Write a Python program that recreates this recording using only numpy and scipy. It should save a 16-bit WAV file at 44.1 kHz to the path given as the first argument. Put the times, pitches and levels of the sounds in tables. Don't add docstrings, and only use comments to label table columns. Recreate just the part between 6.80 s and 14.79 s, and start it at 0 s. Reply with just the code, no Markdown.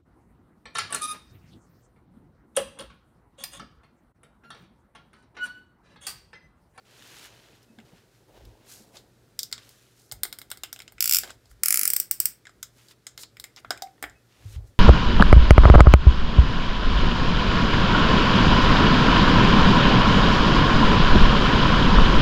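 import sys
import numpy as np
from scipy import signal
from scipy.fft import rfft, irfft, next_fast_len
from scipy.io import wavfile
from scipy.ndimage import map_coordinates

SR = 44100
rng = np.random.default_rng(int(sys.argv[2]) if len(sys.argv) > 2 else 0)


def convert_level_to_amplitude(level_db):
    exponent = np.asarray(level_db, float) / 20
    return 10 ** exponent


def dump_mix(stems):
    frames = np.atleast_2d(stems).T
    limited = np.clip(frames, -1, 1)
    pcm = np.round(limited * 32767).astype(np.int16)
    wavfile.write(sys.argv[1], SR, pcm)


N = 352359
SIZE = 16384
GRID = np.fft.rfftfreq(SIZE, 1 / SR)


def unit(x):
    return x / np.sqrt(np.mean(x ** 2) + 1e-20)


def along(points, hz):
    f, v = np.transpose(points)
    return np.interp(np.log(hz + 1), np.log(f + 1), v)


def curves(rows):
    time_s, *columns = np.transpose(rows)
    t = np.arange(N) / SR
    return [np.interp(t, time_s, column, -140, -140) for column in columns]


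def wobble(rate):
    knots = rng.standard_normal(int(N * rate / SR) + 4)
    return map_coordinates(knots, [np.arange(N) * rate / SR])


def noise(spectrum, grain_db=0):
    raw = rng.standard_normal(N) * convert_level_to_amplitude(grain_db * wobble(400))
    size = next_fast_len(N + 8192)
    gain = convert_level_to_amplitude(along(spectrum, np.fft.rfftfreq(size, 1 / SR)))
    return unit(irfft(rfft(raw, size) * gain, size)[:N])


def ring(start_s, pitch_hz, level_db, t60_s, rise_s):
    t = np.maximum(np.arange(N) / SR - start_s, 0)
    envelope = convert_level_to_amplitude(level_db - 60 * t / t60_s) * (1 - np.exp(-t / rise_s))
    return envelope * np.sin(2 * np.pi * pitch_hz * t)


def resonances(modes):
    power = 0
    for centre, width, db in modes:
        bandpass = (GRID * width) ** 2 / ((centre * centre - GRID ** 2) ** 2 + (GRID * width) ** 2)
        power = power + (convert_level_to_amplitude(db) * bandpass) ** 2
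    return np.sqrt(power)


def causal(gain):
    cepstrum = irfft(np.log(gain + 1e-7))
    cepstrum[..., 1:SIZE // 2] *= 2
    cepstrum[..., SIZE // 2 + 1:] = 0
    return np.exp(rfft(cepstrum))


# pitch_hz, t60_s
WALLS = [(500, .3), (2000, 0.27), (5500, 0.2), (15000, 0.17)]


def reverberation(raw):
    hz, frames_s, z = signal.stft(raw, SR, nperseg=256)
    decay = convert_level_to_amplitude(-60 * frames_s / along(WALLS, hz)[:, None])
    return signal.istft(z * decay, SR, nperseg=256)[1][:, :SIZE]


def strikes(times, levels_db, colours, alike, spike_db, hold, t60, ring_db, ring_t60, room_db):
    t = np.arange(SIZE) / SR
    chatter = convert_level_to_amplitude(-60 * np.maximum(t - hold, 0) / t60) + convert_level_to_amplitude(ring_db - 60 * t / ring_t60)
    raw = rng.standard_normal((len(times) + 1, 2, SIZE))
    alike = np.clip(alike, 0, 1)
    raw = alike * raw[:1] + np.sqrt(1 - alike ** 2) * raw[1:]
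    blow = raw[:, 0] * chatter + convert_level_to_amplitude(spike_db) * (t == 0)
    walls = reverberation(raw[:, 1]) * (1 - np.exp(-t / 0.003))
    power = 0
    for db, colour in zip(levels_db, colours):
        strength = np.mean(abs(rfft(blow) * colour) ** 2, axis=-1)
        power = power + (convert_level_to_amplitude(2 * db) / strength)[:, None] * colour ** 2
    sound = blow + convert_level_to_amplitude(room_db) * walls
    hits = irfft(rfft(sound) * causal(np.sqrt(power)))
    out = np.zeros(N + SIZE)
    for start_s, hit in zip(times, hits):
        out[round(start_s * SR):][:SIZE] += hit
    return out[:N]


# pitch_hz, level_db (per Hz)
ROOM_TONE = [(59, -31), (100, 2.5), (129, -2.5), (198, -10.5), (368, -3.5), (922, -18.5), (1380, -11.5),
             (2860, -19.5), (4030, -17.5), (15100, -27), (16500, -42.5)]


def kitchen():
    phase = 2 * np.pi * 119.8 * np.arange(N) / SR + 0.5 * wobble(14)
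    hum = convert_level_to_amplitude(-67 + 2.5 * wobble(9)) * np.sin(phase)
    return hum + convert_level_to_amplitude(-66.5 + 0.6 * wobble(1.9)) * noise(ROOM_TONE)


# time_s, creak_db, rumble_db
GRIP_LEVELS = [(0.0, -67, -74), (0.38, -62, -70), (0.66, -66.5, -70), (0.87, -67, -68), (0.93, -64, -77),
               (1.0, -59, -66), (1.24, -67, -69), (1.33, -67, -76), (1.51, -66.5, -71), (1.67, -61, -51),
               (1.8, -66, -71), (2.16, -60.5, -65), (2.38, -67, -72), (2.8, -64, -64), (2.87, -69.5, -69),
               (3.22, -69, -74), (3.36, -63, -50.5), (3.49, -61.5, -63.5), (3.63, -64, -70.5),
               (3.76, -67, -66), (4.09, -66, -69), (4.18, -66, -60), (4.25, -63.5, -64), (4.38, -58.5, -54),
               (4.63, -70, -68), (4.72, -76, -52), (4.85, -61, -72.5), (5.05, -57, -69), (5.23, -65, -68),
               (5.5, -63.5, -66), (5.56, -69, -74), (5.96, -68, -67), (6.27, -69.5, -76),
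               (6.34, -66.5, -68.5), (6.79, -66.5, -69), (6.87, -63, -59), (7.17, -66.5, -74),
               (7.25, -63.5, -52.5), (7.43, -70, -73), (7.56, -70.5, -75), (7.63, -67, -52),
               (7.79, -63.5, -35.5), (7.99, -69.5, -67)]
# start_s, level_db (peak), pitch_hz, t60_s
CASE_THUMPS = [(0.899, -47, 222, 0.14), (0.98, -41.5, 221, 0.13), (1.031, -48, 142, 0.12),
               (1.129, -38, 172, 0.05), (1.658, -46, 61.4, 0.18), (1.999, -46.5, 214, 0.11),
               (3.322, -45, 128, 0.15), (6.911, -47.5, 287, 0.15), (7.229, -40, 299, 0.13),
               (7.653, -27, 99, 0.14), (7.762, -19.5, 73.6, 0.11)]
# pitch_hz, level_db (per Hz)
CREAK_COLOUR = [(76, -21), (130, 3.5), (335, 1), (518, -3.5), (735, -9.5), (1000, -13), (1300, -41.5),
                (2200, -120)]
RUMBLE_COLOUR = [(13, -43), (22, -8), (43, -1), (59, 2), (86, -9.5), (110, 2), (140, -26.5), (240, -120)]


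def grip():
    creak_db, rumble_db = curves(GRIP_LEVELS)
    out = convert_level_to_amplitude(creak_db) * unit(convert_level_to_amplitude(1.5 * wobble(30)) * noise(CREAK_COLOUR))
    out += convert_level_to_amplitude(rumble_db) * unit(convert_level_to_amplitude(wobble(6.2)) * noise(RUMBLE_COLOUR))
    for start_s, level_db, pitch_hz, t60_s in CASE_THUMPS:
        out += ring(start_s, pitch_hz, level_db + 1, t60_s, rise_s=0.0053)
    return out


# time_s, rasp_db, hiss_db, scuff_db
STROKES = [
    [(0.05, -67, -72, -75), (0.116, -59.5, -66, -64), (0.25, -55, -59.5, -65.5), (0.46, -50.5, -53.5, -67),
     (0.49, -58, -64.5, -62), (0.74, -62.5, -71.5, -64), (0.76, -65, -68, -76), (0.814, -68, -79, -67),
     (0.832, -68, -66, -77), (0.85, -67, -76, -65)],
    [(1.05, -69, -75, -62), (1.062, -66, -73, -72), (1.136, -69, -76, -60), (1.174, -62.5, -71, -74),
     (1.29, -83, -87, -71), (1.346, -69, -71, -79), (1.45, -84, -81, -66)],
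    [(1.48, -75, -85, -58), (1.516, -75, -92, -62), (1.57, -61, -85, -54.5), (1.678, -69, -73, -65.5),
     (1.786, -73, -94, -61), (1.894, -59.5, -52.5, -71), (1.932, -55.5, -48.5, -66), (2.112, -78, -73, -63),
     (2.162, -53, -55, -54.5), (2.3, -102, -98, -75)],
    [(2.78, -49.5, -63, -67), (2.804, -60, -69, -77), (2.848, -62, -64, -66), (2.924, -64.5, -63, -71),
     (3.154, -71, -70, -90), (3.194, -65.5, -62, -72), (3.29, -87, -67, -86), (3.3, -70, -62, -69)],
    [(4.44, -46, -48, -51), (4.472, -60.5, -65, -55), (4.504, -46, -56.5, -60), (4.56, -85, -73, -69)],
    [(4.64, -77, -80, -82), (4.664, -77, -81, -71), (4.716, -84, -61, -84), (4.76, -84, -89, -82)],
    [(5.92, -92, -79, -84), (5.982, -61.5, -64, -75), (6.078, -68.5, -65, -81), (6.116, -55, -57, -73),
     (6.15, -79, -85, -84)],
    [(6.385, -53, -53, -57), (6.427, -62, -43.5, -78), (6.435, -50, -47, -74), (6.46, -70, -76, -65)],
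    [(6.77, -46.5, -62, -70), (6.786, -51, -64, -68), (6.802, -62, -62, -69), (6.82, -75, -92, -72)],
    [(7.45, -86, -79, -78), (7.52, -65.5, -75, -79), (7.642, -63.5, -66.5, -62), (7.73, -59.5, -56, -78),
     (7.75, -53.5, -57.5, -62), (7.814, -82, -91, -59), (7.876, -102, -65, -70), (7.95, -94, -91, -87)],
]
# pitch_hz, level_db (per Hz)
RASP_COLOUR = [(290, -31.5), (500, -9.5), (1340, -2.5), (1610, -1), (2320, -2.5), (2480, -1.5),
               (3060, -0.5), (7000, -11), (9100, -34.5), (15400, -120)]
HISS_COLOUR = [(2350, -43.5), (4000, -7), (4600, -7.5), (6590, -5.5), (10800, -10), (14800, -13),
               (16000, -22.5)]
SCUFF_COLOUR = [(150, -25), (300, 2), (550, 2.5), (1000, -4.5), (1500, -26.5)]


def rubbing():
    rasp = noise(RASP_COLOUR, grain_db=2)
    hiss = noise(HISS_COLOUR, grain_db=2)
    scuff = noise(SCUFF_COLOUR, grain_db=3.5)
    out = np.zeros(N)
    for stroke in STROKES:
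        rasp_db, hiss_db, scuff_db = curves(stroke)
        out += convert_level_to_amplitude(rasp_db) * rasp + convert_level_to_amplitude(hiss_db) * hiss + convert_level_to_amplitude(scuff_db - 1) * scuff
    return out


# start_s, pitch_hz, level_db, t60_s, rise_s
STEEL_RINGS = [
    (7.021, 732, -33.5, .19, .005),
    (7.021, 775, -30, .19, .005),
    (7.021, 3774, -40, .07, .001),
    (7.021, 5300, -44, .05, .001),
    (.885, 2585, -54, .13, .03),
    (7.350, 2565, -47, .11, .03),
]


def springs():
    return sum(ring(*row) for row in STEEL_RINGS)


# start_s, level_db (peak), knock_db, body_db, edge_db, pitch_hz (of the spot)
CONTACTS = [(0.2234, -42, -63, -51, -58, 3270), (0.4554, -46, -64, -57, -53, 1660),
            (0.8295, -49, -62, -70, -61, 5170), (0.9866, -45, -46, -45, -67, 3720),
            (1.0014, -48, -63, -56, -70, 2750), (1.6523, -43, -67, -67, -57, 3710),
            (2.169, -31, -53, -56, -75, 3970), (2.591, -12, -60, -40.5, -25, 5200),
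            (2.6312, -15.5, -64, -52, -29.5, 5350), (2.7145, -37, -63, -50, -50, 5100),
            (2.7265, -13, -55, -32, -35, 4560), (2.779, -32, -68, -51, -61, 3680),
            (2.8324, -44, -67, -60, -71, 3920), (2.8914, -40, -62, -62, -49, 4800),
            (3.3144, -23, -52, -46, -45, 4570), (3.3216, -25.5, -39, -40.5, -29, 6750),
            (3.4337, -14.5, -38, -30, -15.5, 3950), (3.4521, -24, -37, -33.5, -39, 4700),
            (3.5267, -22.5, -50, -37, -33.5, 4120), (3.5869, -30.5, -54, -42, -34.5, 5100),
            (3.616, -31, -53, -41, -40, 3670), (3.703, -33, -62, -49, -39, 5920),
            (3.715, -21, -40, -32.5, -28, 3590), (3.773, -36, -62, -50, -44, 4340),
            (3.8353, -16.5, -38.5, -35, -31, 3000), (3.9282, -23, -45, -39, -30.5, 5700),
            (3.9614, -32, -48, -46.5, -49, 2930), (3.991, -31, -53, -47, -43.5, 3320),
            (4.0026, -27.5, -48, -42.5, -54.5, 2410), (4.02, -34, -59, -51, -46.5, 3670),
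            (4.0788, -30, -52, -46.5, -60.5, 2980), (4.122, -49, -51, -51.5, -47, 4670),
            (4.4346, -20, -35.5, -38, -52.5, 1600), (4.4757, -36.5, -45, -43.5, -54, 3660),
            (4.5051, -27, -41, -44.5, -54.5, 1400), (4.656, -46, -60, -65, -67.5, 4470),
            (4.7142, -53, -62, -58, -55, 1530), (5.654, -39, -64, -48, -68, 2130),
            (5.6694, -33, -56, -43.5, -66, 1620), (5.6939, -42, -52, -53.5, -69, 1400),
            (5.8287, -19.5, -73, -37.5, -31.5, 6630), (6.0845, -39, -69, -68, -58, 4360),
            (6.1105, -39, -71, -57.5, -64, 3980), (6.2677, -22, -49, -38.5, -43, 7000),
            (6.377, -25.5, -52, -41, -42, 3980), (6.4338, -26, -62, -51, -51, 4480),
            (6.569, -36, -60, -47.5, -55.5, 2100), (6.5985, -25, -61, -46, -37, 4200),
            (6.6407, -22.5, -48, -41.5, -37, 2100), (6.7622, -32, -69, -54, -55, 4960),
            (6.7784, -47, -59, -51, -68.5, 2100), (6.8474, -52, -39, -39.5, -66.5, 1470),
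            (6.9064, -8, -20.5, -26.5, -32, 1480), (6.9753, -31, -57, -50, -51, 2360),
            (7.0218, -20, -32, -39, -35, 5300), (7.0724, -60.5, -49, -56.5, -75, 2090),
            (7.1804, -62.5, -54, -63, -76.5, 1870), (7.226, -23, -28.5, -33.5, -29.5, 1560),
            (7.2391, -30, -32, -30, -55, 1860), (7.2973, -36.5, -59, -66, -65, 1900),
            (4.182, -38.5, -73, -46, -67.5, 2230)]
# pitch_hz, width_hz, level_db
SHELL_MODES = [
    [(400, 300, 0), (730, 290, 6)],
    [(1457, 770, 3), (2100, 270, 5), (3240, 700, -1)],
    [(3700, 980, 1.5), (5100, 590, 6), (7340, 1620, 1.5)],
    [(8780, 1900, 4.5), (12000, 1300, 4.5), (14260, 4900, 0.5)],
]


def taps():
    start_s, peak_db, knock_db, body_db, edge_db, spot_hz = np.transpose(CONTACTS)
    middle_db = peak_db + 7.5
    spot_db = np.where(spot_hz < 3500, body_db + 22.5, middle_db)
    levels = [knock_db + 15.5, body_db + 18.5, middle_db, edge_db + 19, spot_db]
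    colours = [resonances(modes) for modes in SHELL_MODES]
    spot = spot_hz[:, None]
    colours.append(resonances([(spot, 0.32 * spot, 0)]))
    return strikes(start_s, levels, colours, alike=0, spike_db=10, hold=0.0006, t60=0.01,
                   ring_db=-8, ring_t60=0.074, room_db=-17)


# start_s, level_db (peak)
FORWARD_TURN = [(4.206, -2), (4.2248, -2.5), (4.2415, -5.5), (4.257, -3), (4.2758, -5), (4.2947, -2),
                (4.3109, -1.5), (4.3238, -1), (4.335, 0), (4.346, 1.5), (4.3572, -3.5), (4.368, -1.5),
                (4.3857, -2.5)]
BACK_TURN = [(4.8347, -0.5), (4.8587, -1.5), (4.8835, -1), (4.9063, 0), (4.9252, -1.5), (4.9428, -0.5),
             (4.958, -6), (4.9734, -2.5), (4.9931, -2.5), (5.013, -5.5), (5.0328, -4), (5.0539, -2)]
SLOW_TURN = [(5.0767, 0.5), (5.1023, -2), (5.1349, -0.5), (5.1642, -0.5), (5.2003, -1), (5.3118, 0),
             (5.4017, 1.5), (5.456, 0.5)]
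# pitch_hz, level_db (per Hz)
PAWL_COLOURS = [
    [(530, -64), (900, -34), (1460, -13.5), (1790, -21), (2330, -9), (3640, -12.5), (4050, -17), (4570, -3),
     (5410, -1), (6330, -10), (7400, 0), (9090, -8.5), (12900, -2.5), (16000, -5)],
    [(530, -67), (900, -38), (1360, -12), (1720, -12), (2270, -9), (3770, -22.5), (5040, -7), (6250, -10.5),
     (7680, -5), (8870, -11), (9650, 1), (10500, -6), (15200, -4.5), (16000, -8.5)],
    [(530, -62), (900, -32), (1570, -17.5), (1720, -22), (2170, -17.5), (4050, -20.5), (4680, -10.5),
     (5610, -6), (6560, -17), (8150, -1), (11100, -17), (12300, -4), (13200, -4), (16000, -5)],
]


def knob():
    out = np.zeros(N)
    for teeth, colour in zip((FORWARD_TURN, BACK_TURN, SLOW_TURN), PAWL_COLOURS):
        start_s, peak_db = np.transpose(teeth)
        out += strikes(start_s, [peak_db + 9.5], [convert_level_to_amplitude(along(colour, GRID))], alike=0.76, spike_db=11.5,
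                       hold=0.00077, t60=0.014, ring_db=-11, ring_t60=0.027, room_db=-14.5)
    return out


def scene():
    return (kitchen() + grip() + rubbing() + springs() + taps() + knob())[None]


def roll_off(x):
    return signal.sosfilt(signal.butter(12, 17140, fs=SR, output="sos"), x)


# pitch_hz, level_db
MICROPHONE = [(20, -25), (40, 0), (15700, 0), (16000, -8), (16600, -12), (16900, -50)]


def record(dry):
    top = 0.87
    soft = dry / (1 + abs(dry / top) ** 4) ** (1 / 4)
    gain = convert_level_to_amplitude(along(MICROPHONE, np.fft.rfftfreq(N + SIZE, 1 / SR)))
    mix = irfft(rfft(soft, N + SIZE) * gain, N + SIZE)[:, :N]
    return roll_off(mix)


dry = scene()
out = record(dry)
dump_mix(out)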